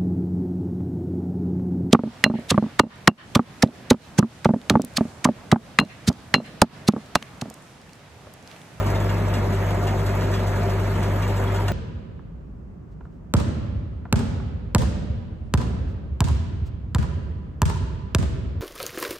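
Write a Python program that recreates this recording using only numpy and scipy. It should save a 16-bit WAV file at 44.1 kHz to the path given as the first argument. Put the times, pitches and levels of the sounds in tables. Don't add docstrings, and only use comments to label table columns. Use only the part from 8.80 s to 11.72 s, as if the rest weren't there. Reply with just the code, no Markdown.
import sys
import numpy as np
from scipy import signal
from scipy.fft import rfft, irfft
from scipy.io import wavfile
from scipy.ndimage import uniform_filter1d

SR = 44100
rng = np.random.default_rng(int(sys.argv[2]) if len(sys.argv) > 2 else 0)


def wrap_up_sound(samples):
    columns = np.atleast_2d(samples).T
    tamed = np.clip(columns, -1, 1)
    steps = np.round(tamed * 32767).astype(np.int16)
    wavfile.write(sys.argv[1], SR, steps)


N = 128772

# time in seconds, speed in rpm.
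ENGINE_SPEED = [(0.0, 1492.6), (0.195, 1499.0), (0.389, 1499.3), (0.584, 1475.4), (0.779, 1486.8),
                (0.973, 1486.5), (1.168, 1482.8), (1.363, 1485.8), (1.557, 1488.7), (1.752, 1490.8),
                (1.947, 1495.2), (2.141, 1485.8), (2.336, 1487.5), (2.531, 1494.0), (2.725, 1488.8),
                (2.92, 1512.9)]


def gain_of(db):
    return 10 ** (np.asarray(db) / 20)


def evened(x):
    return x / np.sqrt(np.mean(x ** 2) + 1e-20)


def read(points, hz):
    f, value = np.transpose(points)
    return np.interp(np.log(hz + 1), np.log(f + 1), value)


def ring(x, hz, t60):
    r = 10 ** (-3 / (t60 * SR))
    w = 2 * np.pi * hz / SR
    return signal.lfilter([0, np.sin(w)], [1, -2 * r * np.cos(w), r * r], x)


def slow(count):
    return evened(np.interp(np.arange(N), np.linspace(0, N, num=count), rng.standard_normal(count)))


def crank():
    start_cycle = .17
    s, rpm = np.transpose(ENGINE_SPEED)
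    return start_cycle + np.cumsum(np.interp(np.arange(N) / SR, s, rpm)) / (120 * SR)


def swells():
    # time in seconds, then the gains of upper tones, low mids and throb tones in dB.
    swell_rows = [(0, 2, 2.5, -20), (.24, -4, 2.5, 6.5), (.4, 0.5, 0, -5), (.57, -0.5, 2, -17),
                  (.73, -0.5, 0, 8), (.89, -0.5, .5, -8), (1.05, 1, 1, 8.5), (1.22, 1, 0, 3),
                  (1.38, 1, 1, 1), (1.54, -2.5, 1.5, 5), (1.7, -0.5, .5, -1), (1.87, 1, 1.5, 8),
                  (2.03, 0, -2.5, 4), (2.19, -3, 0, 3), (2.35, -5.5, 0.5, -2), (2.51, -1.5, 0.5, 1.5),
                  (2.68, -8, 0.5, 7.5), (2.92, 2.5, 0, -7)]
    s, *levels_db = np.transpose(swell_rows)
    return [gain_of(np.interp(np.arange(N) / SR, s, db)) for db in levels_db]


def exhaust(cycles, upper_swell, throb_swell):
    # multiple of the four-stroke cycle, level in dB rms.
    exhaust_orders = [(4, -30), (7, -43.5), (8, -23.5)]
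    # multiple of the cycle, level in dB rms before the swell.
    upper_orders = [(12, -39.5), (16, -43.5), (17, -48), (20, -64), (21, -65), (32, -40.5), (38, -52),
                    (42, -49.5), (43, -49), (47, -54), (49, -46.5), (51, -49), (56, -52.5), (70, -54),
                    (72, -53), (77, -57.5), (80, -58.5)]
    # multiple, dB rms before the swell.
    throb_orders = [(30, -53), (31, -42), (33, -53)]
    beat_lag = .387
    waver = .035
    tones = np.zeros(N)
    for multiple, db in exhaust_orders:
        tones += np.sqrt(2) * gain_of(db) * np.cos(2 * np.pi * multiple * cycles)
    for orders, swell in [(upper_orders, upper_swell), (throb_orders, throb_swell)]:
        for multiple, db in orders:
            phase = multiple * (cycles - beat_lag) + waver * slow(count=24)
            tones += swell * np.sqrt(2) * gain_of(db) * np.cos(2 * np.pi * phase)
    return tones


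def fan():
    fan_hz, level_db = 165.6, -37.5
    level_waver_db, phase_waver = 2.5, .07
    phase = fan_hz * np.arange(N) / SR + phase_waver * slow(count=20)
    tone = gain_of(level_waver_db * slow(count=30)) * np.cos(2 * np.pi * phase)
    return gain_of(level_db) * evened(tone)


def roar(cycles):
    # frequency in Hz, relative density in dB per Hz.
    spectrum = [(15, -25), (35, -14), (55, -11), (70, -1.5), (110, -5), (160, -1.5), (215, -1.5), (270, -8),
                (330, -5.5), (390, -6), (440, -11.5), (620, -8), (820, -12.5), (1000, -14.5), (1750, -18),
                (2800, -25.5), (4200, -32), (6000, -35.5), (8500, -37.5), (10000, -40.5), (12500, -39),
                (14400, -44), (15800, -51)]
    # frequency in Hz, depth 0-1 as a share of power.
    puff_depth = [(150, 0), (700, 0.28), (2500, 0.07), (6000, 0.2), (12000, 0.35)]
    cylinder_db = [1, 1, 1.5, -3.5]
    # frequency in Hz, rms depth in dB.
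    patch_depth = [(200, 1.26), (1000, 1.44), (6000, 2.5)]
    # frequency in Hz, likeness 0-1.
    likeness = [(60, 0.88), (200, 1), (400, 0.8), (800, 0.55), (1600, 0.52), (2600, 0.44), (3500, 0),
                (4200, 0), (4800, 0.97), (5600, 0.67), (7000, 1), (14000, 1)]
    roar_db = -28.5
    puff_s, scatter_db = .005, 2

    hop, size = 64, 256
    frames = N // hop + 9
    hz = np.fft.rfftfreq(size, 1 / SR)
    a, b, c, d, patches = rng.standard_normal((frames, len(hz), 5)).T
    patches = evened(uniform_filter1d(uniform_filter1d(patches, 4, 0), 24, 1))
    patch_gain = gain_of(read(patch_depth, hz)[:, None] * patches)

    strokes = 4 * cycles[np.minimum(np.arange(frames) * hop, N - 1)] + 0.42
    firing = strokes.astype(int)
    scatter = scatter_db * rng.standard_normal(200)[firing]
    strength = gain_of(np.array(cylinder_db)[firing % 4] + scatter)
    stroke_s = 30 / ENGINE_SPEED[4][1]
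    since = strokes % 1 * stroke_s / puff_s
    puff = evened(strength * since * np.exp(-since))
    depth = read(puff_depth, hz)[:, None]
    puff_gain = np.sqrt(1 - depth + depth * puff ** 2)

    z = np.array([a + 1j * b, c + 1j * d]) * patch_gain * puff_gain
    near, apart = rfft(signal.istft(z, nperseg=size, noverlap=size - hop)[1][:, :N])
    fine_hz = np.fft.rfftfreq(N, 1 / SR)
    same = read(likeness, fine_hz)
    common = np.sqrt((1 + same) / 2) * near
    own = np.sqrt((1 - same) / 2) * apart
    ports = np.array([common + own, common - own]) * gain_of(read(spectrum, fine_hz))
    return gain_of(roar_db) * evened(irfft(ports, N))


def knocks(cycles):
    # the cylinder's place in the cycle 0-1, relative level in dB.
    knock_places = [(.245, 0.5), (.5, 0), (.76, 5), (.995, 3.5)]
    jitter_s, scatter_db = .0002, 2
    out = np.zeros(N)
    for place, db in knock_places:
        at = np.flatnonzero(np.diff(np.floor(cycles - place)))
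        late, size = rng.standard_normal((len(at), 2)).T
        at = np.clip(at + np.round(jitter_s * SR * late).astype(int), 0, N - 1)
        out[at] += gain_of(db + scatter_db * size)
    return out


def block(cycles):
    # frequency in Hz, level in dB rms, t60 in seconds.
    resonances = [(483, -45, 0.085), (581, -43, 0.066), (626, -55, 0.078), (701, -42.5, 0.13),
                  (895, -45.5, 0.14), (976, -52, 0.052), (987.4, -46, 0.15), (1247, -49.5, 0.13),
                  (1365, -49, 0.049), (1665, -51, 0.12), (2080, -54.5, 0.14), (3870, -71, 0.076),
                  (6030, -73, 0.13), (7200, -92, 0.031)]
    # frequency in Hz, level in dB rms, t60 in seconds.
    knock_rings = [(620, -45.5, 0.02), (920, -45, 0.044), (1177, -47.5, .025), (1400, -52, 0.028),
                   (1920, -54, 0.023), (2270, -55, 0.026)]
    sharpness, knock_share = 2, .4
    gate = np.exp(sharpness * np.cos(2 * np.pi * (4 * cycles - .1)))
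    clicks = evened(knocks(cycles))
    out = np.zeros(N)
    for k, (hz, db, t60) in enumerate(resonances):
        noise = evened(gate * rng.standard_normal(N))
        drive = knock_share * clicks + (1 - knock_share) * noise
        out += (-1) ** k * gain_of(db) * evened(ring(drive, hz, t60))
    for k, (hz, db, t60) in enumerate(knock_rings):
        out += (-1) ** k * gain_of(db) * evened(ring(clicks, hz, t60))
    return out


def clank(treble_db, length):
    # middle frequency in Hz, middle level in dB (relative), t60 in seconds.
    link_modes = [(1453, -1.5, 0.054), (1814, -5.5, 0.11), (2466, -8, 0.08), (2783, -3.5, 0.04),
                  (3382, -12.5, .12), (3790, -24, 0.17), (4400, -49, .05), (4820, -17, 0.11),
                  (5880, -14, .04), (6445, -16, .03), (7180, -10, .04), (7730, -11, .04)]
    link_db, scrape_db = -4, -2
    ticks_per_s, split_hz = 1100, 4900
    mode_spread_db, pitch_spread = 3.5, 0.0074
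    t = np.arange(6000) / SR
    shape = np.minimum(t / 0.0011, 1) * np.exp(-t / length)
    noise = rng.standard_normal(len(t))
    ticks = noise * (rng.random(len(t)) < ticks_per_s / SR) * shape
    metal = np.zeros(len(t))
    for hz, db, t60 in link_modes:
        louder, sharper = rng.standard_normal(2)
        metal += gain_of(db + mode_spread_db * louder) * ring(ticks, hz * (1 + pitch_spread * sharper), t60)
    scrape = signal.lfilter([1, 0, -1], [1, -1.3, .45], noise) * shape
    sound = gain_of(link_db) * metal / abs(metal).max() + gain_of(scrape_db) * scrape / abs(scrape).max()
    top = signal.lfilter(*signal.butter(1, split_hz, "high", fs=SR), sound)
    return gain_of(-treble_db / 2) * (sound - top) + gain_of(treble_db / 2) * top


def tracks():
    # start in seconds, level in dB, treble against bass in dB, decay time to 1/e in seconds.
    clank_rows = [(0.063, -31.5, 9, 0.028), (0.0997, -33.5, 9, 0.028), (0.114, -40, 7, .01),
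                  (0.148, -34, -16, 0.022), (0.2004, -33, 9, 0.019), (0.225, -41, 0, 0.025),
                  (0.292, -30, -11, 0.0093), (0.37, -36, -9, 0.019), (0.5365, -25, -5, 0.018),
                  (0.551, -31.5, -8, 0.031), (0.7244, -33, -6, 0.035), (1.0364, -34, 6, 0.021),
                  (1.07, -26.5, -7, 0.023), (1.108, -36, -2, .018), (1.191, -32, 0, 0.043),
                  (1.261, -28, 1, 0.018), (1.2894, -32.5, -15, 0.016), (1.407, -34.5, -15, 0.045),
                  (1.4394, -38, -10, 0.02), (1.513, -31.5, -3, 0.025), (1.5385, -30.5, -15, 0.022),
                  (1.591, -37, 2, 0.021), (1.667, -32, 2, 0.031), (1.758, -35, 4, 0.022),
                  (1.829, -34, 7, 0.016), (1.896, -31, -4, 0.026), (1.9944, -41, 4, 0.012),
                  (2.07, -37, 0, .012), (2.15, -39, 0, 0.011), (2.2276, -28.5, 2, 0.023),
                  (2.315, -40, 0, .01), (2.422, -28, -4, 0.018), (2.477, -31, -1, 0.019),
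                  (2.5654, -31, 3, 0.023), (2.746, -29, -7, 0.01), (2.762, -32, -10, 0.0074),
                  (2.8806, -22.5, -6, 0.01)]
    rattles_per_s, rattle_db, rattle_spread_db = 22, -47, 5
    count = round(rattles_per_s * N / SR)
    small = [(u * N / SR, rattle_db + rattle_spread_db * v, 0, .012) for u, v in rng.random((count, 2))]
    out = np.zeros(N + SR)
    for s, db, treble_db, length in list(clank_rows) + small:
        sound = clank(treble_db, length)
        out[round(s * SR):][:len(sound)] += gain_of(db) * sound
    return out[:N]


def pings():
    # start in seconds, level in dB before the decay, frequency in Hz, t60 in seconds.
    ping_rows = [(.155, -37.5, 3660, 0.14), (1.54, -38, 4900, .12), (2.432, -38, 2300, 0.16),
                 (2.431, -41, 3280, .1), (2, -46, 8500, .06), (2.881, -34, 9300, 0.065),
                 (2.672, -34, 3310, 0.075)]
    t = np.arange(8000) / SR
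    out = np.zeros(N + SR)
    for s, db, hz, t60 in ping_rows:
        envelope = gain_of(db - 60 * t / t60) * np.minimum(t / 0.0037, 1)
        out[round(s * SR):][:len(t)] += envelope * np.sin(2 * np.pi * hz * t)
    return out[:N]


def surges():
    # middle in seconds, frequency in Hz, peak in dB, width in seconds between the 1/e points.
    surge_rows = [(0.717, 690, -36, .1), (1.063, 700, -33.5, 0.15), (1.127, 770, -35.5, 0.089),
                  (1.457, 985, -37.5, 0.14), (1.5, 895, -50, 0.088), (1.852, 700, -32, 0.083),
                  (2.0, 490, -43, .08), (2.514, 575, -40, 0.068), (2.52, 890, -36.5, 0.12),
                  (2.79, 960, -36, .14), (2.83, 580, -45, 0.055)]
    t = np.arange(N) / SR
    out = np.zeros(N)
    for s, hz, db, length in surge_rows:
        bell = np.exp(-(2 * (t - s) / length) ** 2)
        out += gain_of(db) * bell * np.sin(2 * np.pi * (hz * t + rng.random()))
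    return out


def scene():
    cycles = crank()
    upper_swell, mids_swell, throb_swell = swells()
    noise = roar(cycles) + block(cycles)
    low_mids = signal.sosfiltfilt(signal.butter(1, [130, 1100], "band", fs=SR, output="sos"), noise)
    engine = noise + (mids_swell - 1) * low_mids + exhaust(cycles, upper_swell, throb_swell) + fan()
    return engine + tracks() + pings() + surges()


def record(dry):
    # frequency in Hz, left over right in dB.
    balance = [(60, 0), (180, 1.5), (530, 1.0), (1560, -1), (4640, -0.5), (13800, 0.0)]
    # frequency in Hz, radians by which the left port leads.
    port_lead = [(0, 0), (400, -.45), (780, -.9), (1600, 0), (2300, .7), (3800, 1.5), (4750, 3.14),
                 (6950, 6.28), (15100, 15.7), (22050, 23.7)]
    overload, edge_hz = .5, 15300
    margin = 4096
    wide = np.pad(dry, ((0, 0), (margin, margin)), "reflect")
    hz = np.fft.rfftfreq(wide.shape[1], 1 / SR)
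    lead = np.interp(hz, *np.transpose(port_lead))
    half = gain_of(read(balance, hz) / 2) * np.exp(.5j * lead)
    ports = irfft(rfft(wide) * np.array([half, 1 / half]), wide.shape[1])
    rounded = overload * np.tanh(ports / overload)
    edge = signal.firwin(511, edge_hz, window=("kaiser", 9), fs=SR)[None]
    return signal.oaconvolve(rounded, edge, "same")[:, margin:margin + N]


dry = scene()
out = record(dry)
wrap_up_sound(out)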